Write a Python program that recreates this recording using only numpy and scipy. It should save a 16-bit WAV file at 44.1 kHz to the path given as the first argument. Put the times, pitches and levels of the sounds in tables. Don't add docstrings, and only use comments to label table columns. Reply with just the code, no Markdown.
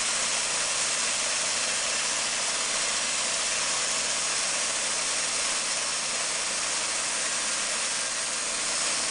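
import sys
import numpy as np
from scipy import signal
from scipy.fft import rfft, irfft, next_fast_len
from scipy.io import wavfile

SR = 44100
rng = np.random.default_rng(int(sys.argv[2]) if len(sys.argv) > 2 else 0)


def to_wav(s):
    ch = np.atleast_2d(s).T
    pcm = np.round(np.clip(ch, -1, 1) * 32767)
    wavfile.write(sys.argv[1], SR, pcm.astype(np.int16))


N = 401310

# f/Hz, relative density level/dB
RUMBLE_SPECTRUM = [(12, 1), (25, 3), (60, -3.5), (120, -6), (170, -3), (210, -0.5), (280, -7), (380, -4.5),
                   (600, -9), (1500, -19)]
# f/Hz, level/dB
BELT_HUM = [(203, -65), (251, -66.5), (271, -64.5), (305, -61.5)]
# multiple of the cycle rate, relative level/dB
DRONE_ORDERS = [(1, -12), (2, -13.5), (3, -14), (4, -11), (5, -3), (6, -6.5), (7, -10.5), (8, 1),
                (9, -10.5), (10, -4.5), (11, -5), (12, -8.5), (13, -13.5), (14, -13), (15, -1.5),
                (16, -2.5), (17, -5.5)]
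# t/s, level/dB
DRONE_LEVEL = [(0, -51), (3.4, -51.5), (4, -49.5), (4.6, -52), (7, -52.5), (8.2, -54.5), (8.6, -51.5),
               (9.1, -50)]
# f/Hz, width/Hz, relative level/dB
MUFFLER_MODES = [(214, 74, -13), (516, 104, -1.5), (582, 94, 1.5), (663.6, 70, 0), (985, 132, -5.5),
                 (1235, 123, -3.5)]
# t/s at the height, half length/s, f/Hz, width/Hz, level/dB
SINGING_MOMENTS = [(0.29, .4, 7740, 120, -43), (1.2, .45, 6700, 110, -46), (1.3, 0.36, 6300, 75, -46),
                   (.1, 0.23, 4095, 14, -45), (1.5, .35, 4150, 30, -46), (0.82, .35, 2715, 32, -48),
                   (1.95, 0.18, 2700, 39, -42), (3.2, 0.6, 2710, 35, -49), (3.2, 0.34, 3900, 25, -49),
                   (3.9, 1.3, 1103, 9.6, -50), (4.1, 0.57, 5300, 130, -42.5), (5.87, 0.31, 5375, 45, -41.5),
                   (5.7, .25, 5200, 20, -46), (7.6, 0.66, 1601, 6, -47), (7.5, 0.52, 1901, 5.4, -48),
                   (8.3, .3, 1600, 7, -51), (6.3, .3, 8150, 170, -46), (8.9, 0.26, 5300, 160, -40)]
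# f/Hz, relative density level/dB
HISS_SPECTRUM = [(2500, -32), (4000, -12.5), (4600, -12), (5200, 1), (6600, 0.5), (7200, 0.5), (7700, 1.5),
                 (8700, -0.5), (9100, 0.5), (10000, -3)]
# f/Hz, relative density level/dB
CHUTE_SPECTRUM = [(2500, -29.5), (4000, -14), (4600, -12), (5300, -0.5), (6000, 0), (6800, 1), (7500, -1.5),
                  (8300, 3.5), (8800, 0.5), (9100, 1), (10000, -3)]
# f/Hz, share
ROLLER_REPEAT = [(800, .05), (2000, 0.2), (3300, 0.32), (5500, 0.39), (7500, 0.073), (10000, .03)]
# f/Hz, width/Hz, relative level/dB early, relative level/dB late
BAND_MODES = [(993, 12, -2.5, -5.5), (1101, 13.3, 3, 0.5), (1407, 12, -3.5, 2), (1606, 11, 0, -4.5),
              (1663, 22, -0.5, -10), (1782, 11, 0, -2.5), (1884, 11, -1.5, 0), (2067, 44, -3.5, -12),
              (2567, 31, -7, -6), (2681, 64, 1.5, -2.5), (2990, 35, 1.5, -12), (3218, 30, 3, -11.5),
              (3540, 20, 2, -5), (4103, 30, 2, -5), (4220, 25, -3, 0), (4560, 20, -13, -2),
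              (4694, 81, -8.5, -4.5), (4763, 38, -3.5, -2), (5400, 71, -7, -4.5), (5880, 82, -3.5, -9),
              (6720, 130, -1.5, -2.5), (8840, 110, -9, -6)]
# f/Hz, relative density level/dB
RASP_SPECTRUM = [(300, -33.5), (450, -9.5), (800, -4.5), (1100, -2), (1450, -1.5), (2400, 1), (2900, -1),
                 (3450, -2), (3800, -4), (4300, -2.5), (5000, -4.5), (7000, -13.5)]
# t/s, level/dB
CUT_EFFORT = [(0.0, -28.5), (0.05, -27.5), (2.41, -28.5), (2.81, -28), (5.42, -28.5), (5.58, -27.5),
              (5.6, -29.5), (6.38, -29.5), (7.86, -29), (8.08, -31), (8.54, -30), (8.87, -27.5),
              (9.1, -29.5)]
# t/s, share of its way
HEAD_TRAVEL = [(0, 0.26), (3, 0.11), (6.5, 0.62), (9.1, 1)]

RUMBLE_DB, RUMBLE_FOLLOWS = -54, 0.6
BARK_DB, BARK_FOLLOWS = -41, 0.88
HISS_DB, HISS_FOLLOWS = -29.5, 0.92
RASP_DB, RASP_FOLLOWS = -31, 0.87
CHUTE_GAIN_DB = 0.5
BARK_SURGE_DB, BARK_SURGES_HZ = 0.6, 5
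BOOM_HZ, BOOM_WIDTH_HZ, BOOM_DB = 317, 40, 3
CYCLE_HZ, SAG_HZ_PER_DB = 29.18, 0.2
SPEED_WANDER = 0.002
ROLLER_TURNS = 3.829
WHEEL_DB, WOOD_GRAIN_DB = 0.37, 0.5
RING_DB, TEETH_DB = -6, -1.83
CUTOFF_HZ = 10170


def from_db(db):
    return 10 ** (np.asarray(db) / 20)


def rms_one(x):
    return x / np.sqrt(np.mean(x ** 2) + 1e-20)


def in_time(rows):
    s, *columns = np.transpose(rows)
    return [np.interp(np.arange(N) / SR, s, column) for column in columns]


def drift(rate_hz):
    step = 40
    pole = np.exp(-2 * np.pi * rate_hz * step / SR)
    noise = rng.standard_normal(N // step + 2002)
    slow = signal.lfilter([1], [1, -2 * pole, pole * pole], noise)[2000:]
    return np.interp(np.arange(N) / step, np.arange(len(slow)), rms_one(slow))


def coloured(x, spectrum):
    size = next_fast_len(N)
    hz, db = np.transpose(spectrum)
    bins = np.maximum(np.arange(size // 2 + 1) * SR / size, 1)
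    gain = from_db(np.interp(np.log(bins), np.log(hz), db))
    gain = gain * np.minimum(bins / hz[0], 1) * np.minimum(hz[-1] / bins, 1)
    return rms_one(irfft(rfft(x, size) * gain, size)[:N])


def resonate(x, hz, width_hz):
    r = np.exp(-np.pi * width_hz / SR)
    zeros = np.array([1, 0, -1]) * (1 - r * r) / 2
    poles = [1, -2 * r * np.cos(2 * np.pi * hz / SR), r * r]
    return signal.lfilter(zeros, poles, x)


def narrow_noise(hz, width_hz):
    once = resonate(rng.standard_normal(N), hz, width_hz)
    return rms_one(resonate(once, hz, width_hz))


def puffs(turns, decay):
    burst = np.exp(-(turns % 1) / decay)
    return burst / burst.mean()


def grains(per_s, spread_db):
    sizes = from_db(spread_db * np.minimum(rng.exponential(1, N), 4))
    struck = rng.random(N) < per_s / SR
    return rms_one(struck * sizes * rng.choice([-1, 1], N))


def rumble(effort_db):
    level = from_db(RUMBLE_DB + RUMBLE_FOLLOWS * effort_db)
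    return level * coloured(rng.standard_normal(N), RUMBLE_SPECTRUM)


def belts():
    return sum(from_db(db) * narrow_noise(hz, 7) for hz, db in BELT_HUM)


def drone(cycles, waver_db):
    out = 0
    for order, db in DRONE_ORDERS:
        stray = 0.029 * drift(3.5)
        level = from_db(db + waver_db * drift(2.9))
        out = out + level * np.sin(2 * np.pi * (order * cycles + stray + rng.random()))
    return coloured(out, [(25, -14), (58, 0.5), (85, -2.0), (140, -1.0), (600, -1.5)])


def exhaust(cycles, steady, uneven_db):
    firing = puffs(2 * cycles, decay=0.44) * from_db(uneven_db * drift(25))
    gas = rng.standard_normal(N) * (steady + firing)
    pipe = 0
    for k, (hz, width, db) in enumerate(MUFFLER_MODES):
        pipe = pipe + (-1) ** k * from_db(db) * resonate(gas, hz, width)
    return coloured(pipe, [(100, -12.5), (220, 0.5), (370, -5.5), (500, 1), (1300, -0.5), (2500, -17)])


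def engine(cycles, effort_db, travel):
    drone_db, = in_time(DRONE_LEVEL)
    hum = from_db(drone_db) * drone(cycles, waver_db=1.3)
    boom = from_db(BOOM_DB) * travel ** 2 * resonate(hum, BOOM_HZ, BOOM_WIDTH_HZ)
    bark_db = BARK_DB + BARK_FOLLOWS * effort_db + BARK_SURGE_DB * drift(BARK_SURGES_HZ)
    bark = from_db(bark_db) * exhaust(cycles, steady=1.64, uneven_db=2.1)
    return bark + hum + boom


def singing():
    t, out = np.arange(N) / SR, 0
    for peak_s, half_length, hz, width, db in SINGING_MOMENTS:
        swell = np.exp(-((t - peak_s) / half_length) ** 2)
        out = out + from_db(db) * swell * narrow_noise(hz, 2 * width)
    return out


def over_roller(x, turn_hz):
    size = next_fast_len(N)
    bins = np.arange(size // 2 + 1) * SR / size
    share = np.clip(np.interp(bins, *np.transpose(ROLLER_REPEAT)), 0, 0.8)
    feedback = share * np.exp(-2j * np.pi * bins / turn_hz)
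    return rms_one(irfft(rfft(x, size) / (1 - feedback), size)[:N])


def shimmer(x, width_hz, depth, rate_hz, count=16):
    centres = np.geomspace(4500, 9700, count)
    return x + sum(depth * drift(rate_hz) * resonate(x, hz, width_hz) for hz in centres)


def sawdust(bite, roller, roller_hz, travel):
    spurts = from_db(0.5 * drift(50)) * (1 + 0.076 * puffs(roller, decay=0.25))
    chips = bite * spurts * grains(per_s=30000, spread_db=2.0)
    chips = shimmer(over_roller(chips, roller_hz), width_hz=150, depth=0.15, rate_hz=1.2)
    return (1 - travel) * coloured(chips, HISS_SPECTRUM) + travel * coloured(chips, CHUTE_SPECTRUM)


def band_ring(bite, travel, wander_db):
    out = 0
    for hz, width, early, late in BAND_MODES:
        level = from_db(early + (late - early) * travel + wander_db * drift(1.3))
        out = out + level * resonate(bite, hz, width)
    return rms_one(out)


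def cut(bite, roller, roller_hz, travel):
    teeth = bite * grains(per_s=12000, spread_db=2.0) * (1 + 0.08 * puffs(roller, decay=0.28))
    tearing = coloured(over_roller(teeth, roller_hz), RASP_SPECTRUM)
    ring = band_ring(bite * grains(per_s=9000, spread_db=2.0), travel, wander_db=1.34)
    return from_db(TEETH_DB) * tearing + from_db(RING_DB) * ring


def scene():
    effort_db, = in_time(CUT_EFFORT)
    effort_db = effort_db - effort_db.mean()
    travel, = in_time(HEAD_TRAVEL)
    speed = CYCLE_HZ - SAG_HZ_PER_DB * effort_db
    cycles = np.cumsum(speed * (1 + SPEED_WANDER * drift(6))) / SR
    roller = ROLLER_TURNS * cycles + 0.092 * drift(2.5)
    roller_hz = ROLLER_TURNS * speed.mean()
    wheel = np.sin(2 * np.pi * roller / 6)
    bite = from_db(WHEEL_DB * wheel + WOOD_GRAIN_DB * drift(35))

    background = rumble(effort_db) + belts() + engine(cycles, effort_db, travel) + singing()
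    dust_db = HISS_DB + HISS_FOLLOWS * effort_db + CHUTE_GAIN_DB * travel
    dust = from_db(dust_db) * sawdust(bite, roller, roller_hz, travel)
    rasp = from_db(RASP_DB + RASP_FOLLOWS * effort_db) * cut(bite, roller, roller_hz, travel)
    mill = background + dust + rasp
    return np.array([mill, mill])


def record(dry):
    low_pass = signal.cheby2(40, 45, CUTOFF_HZ, fs=SR, output="sos")
    return signal.sosfiltfilt(low_pass, dry)


dry = scene()
out = record(dry)
to_wav(out)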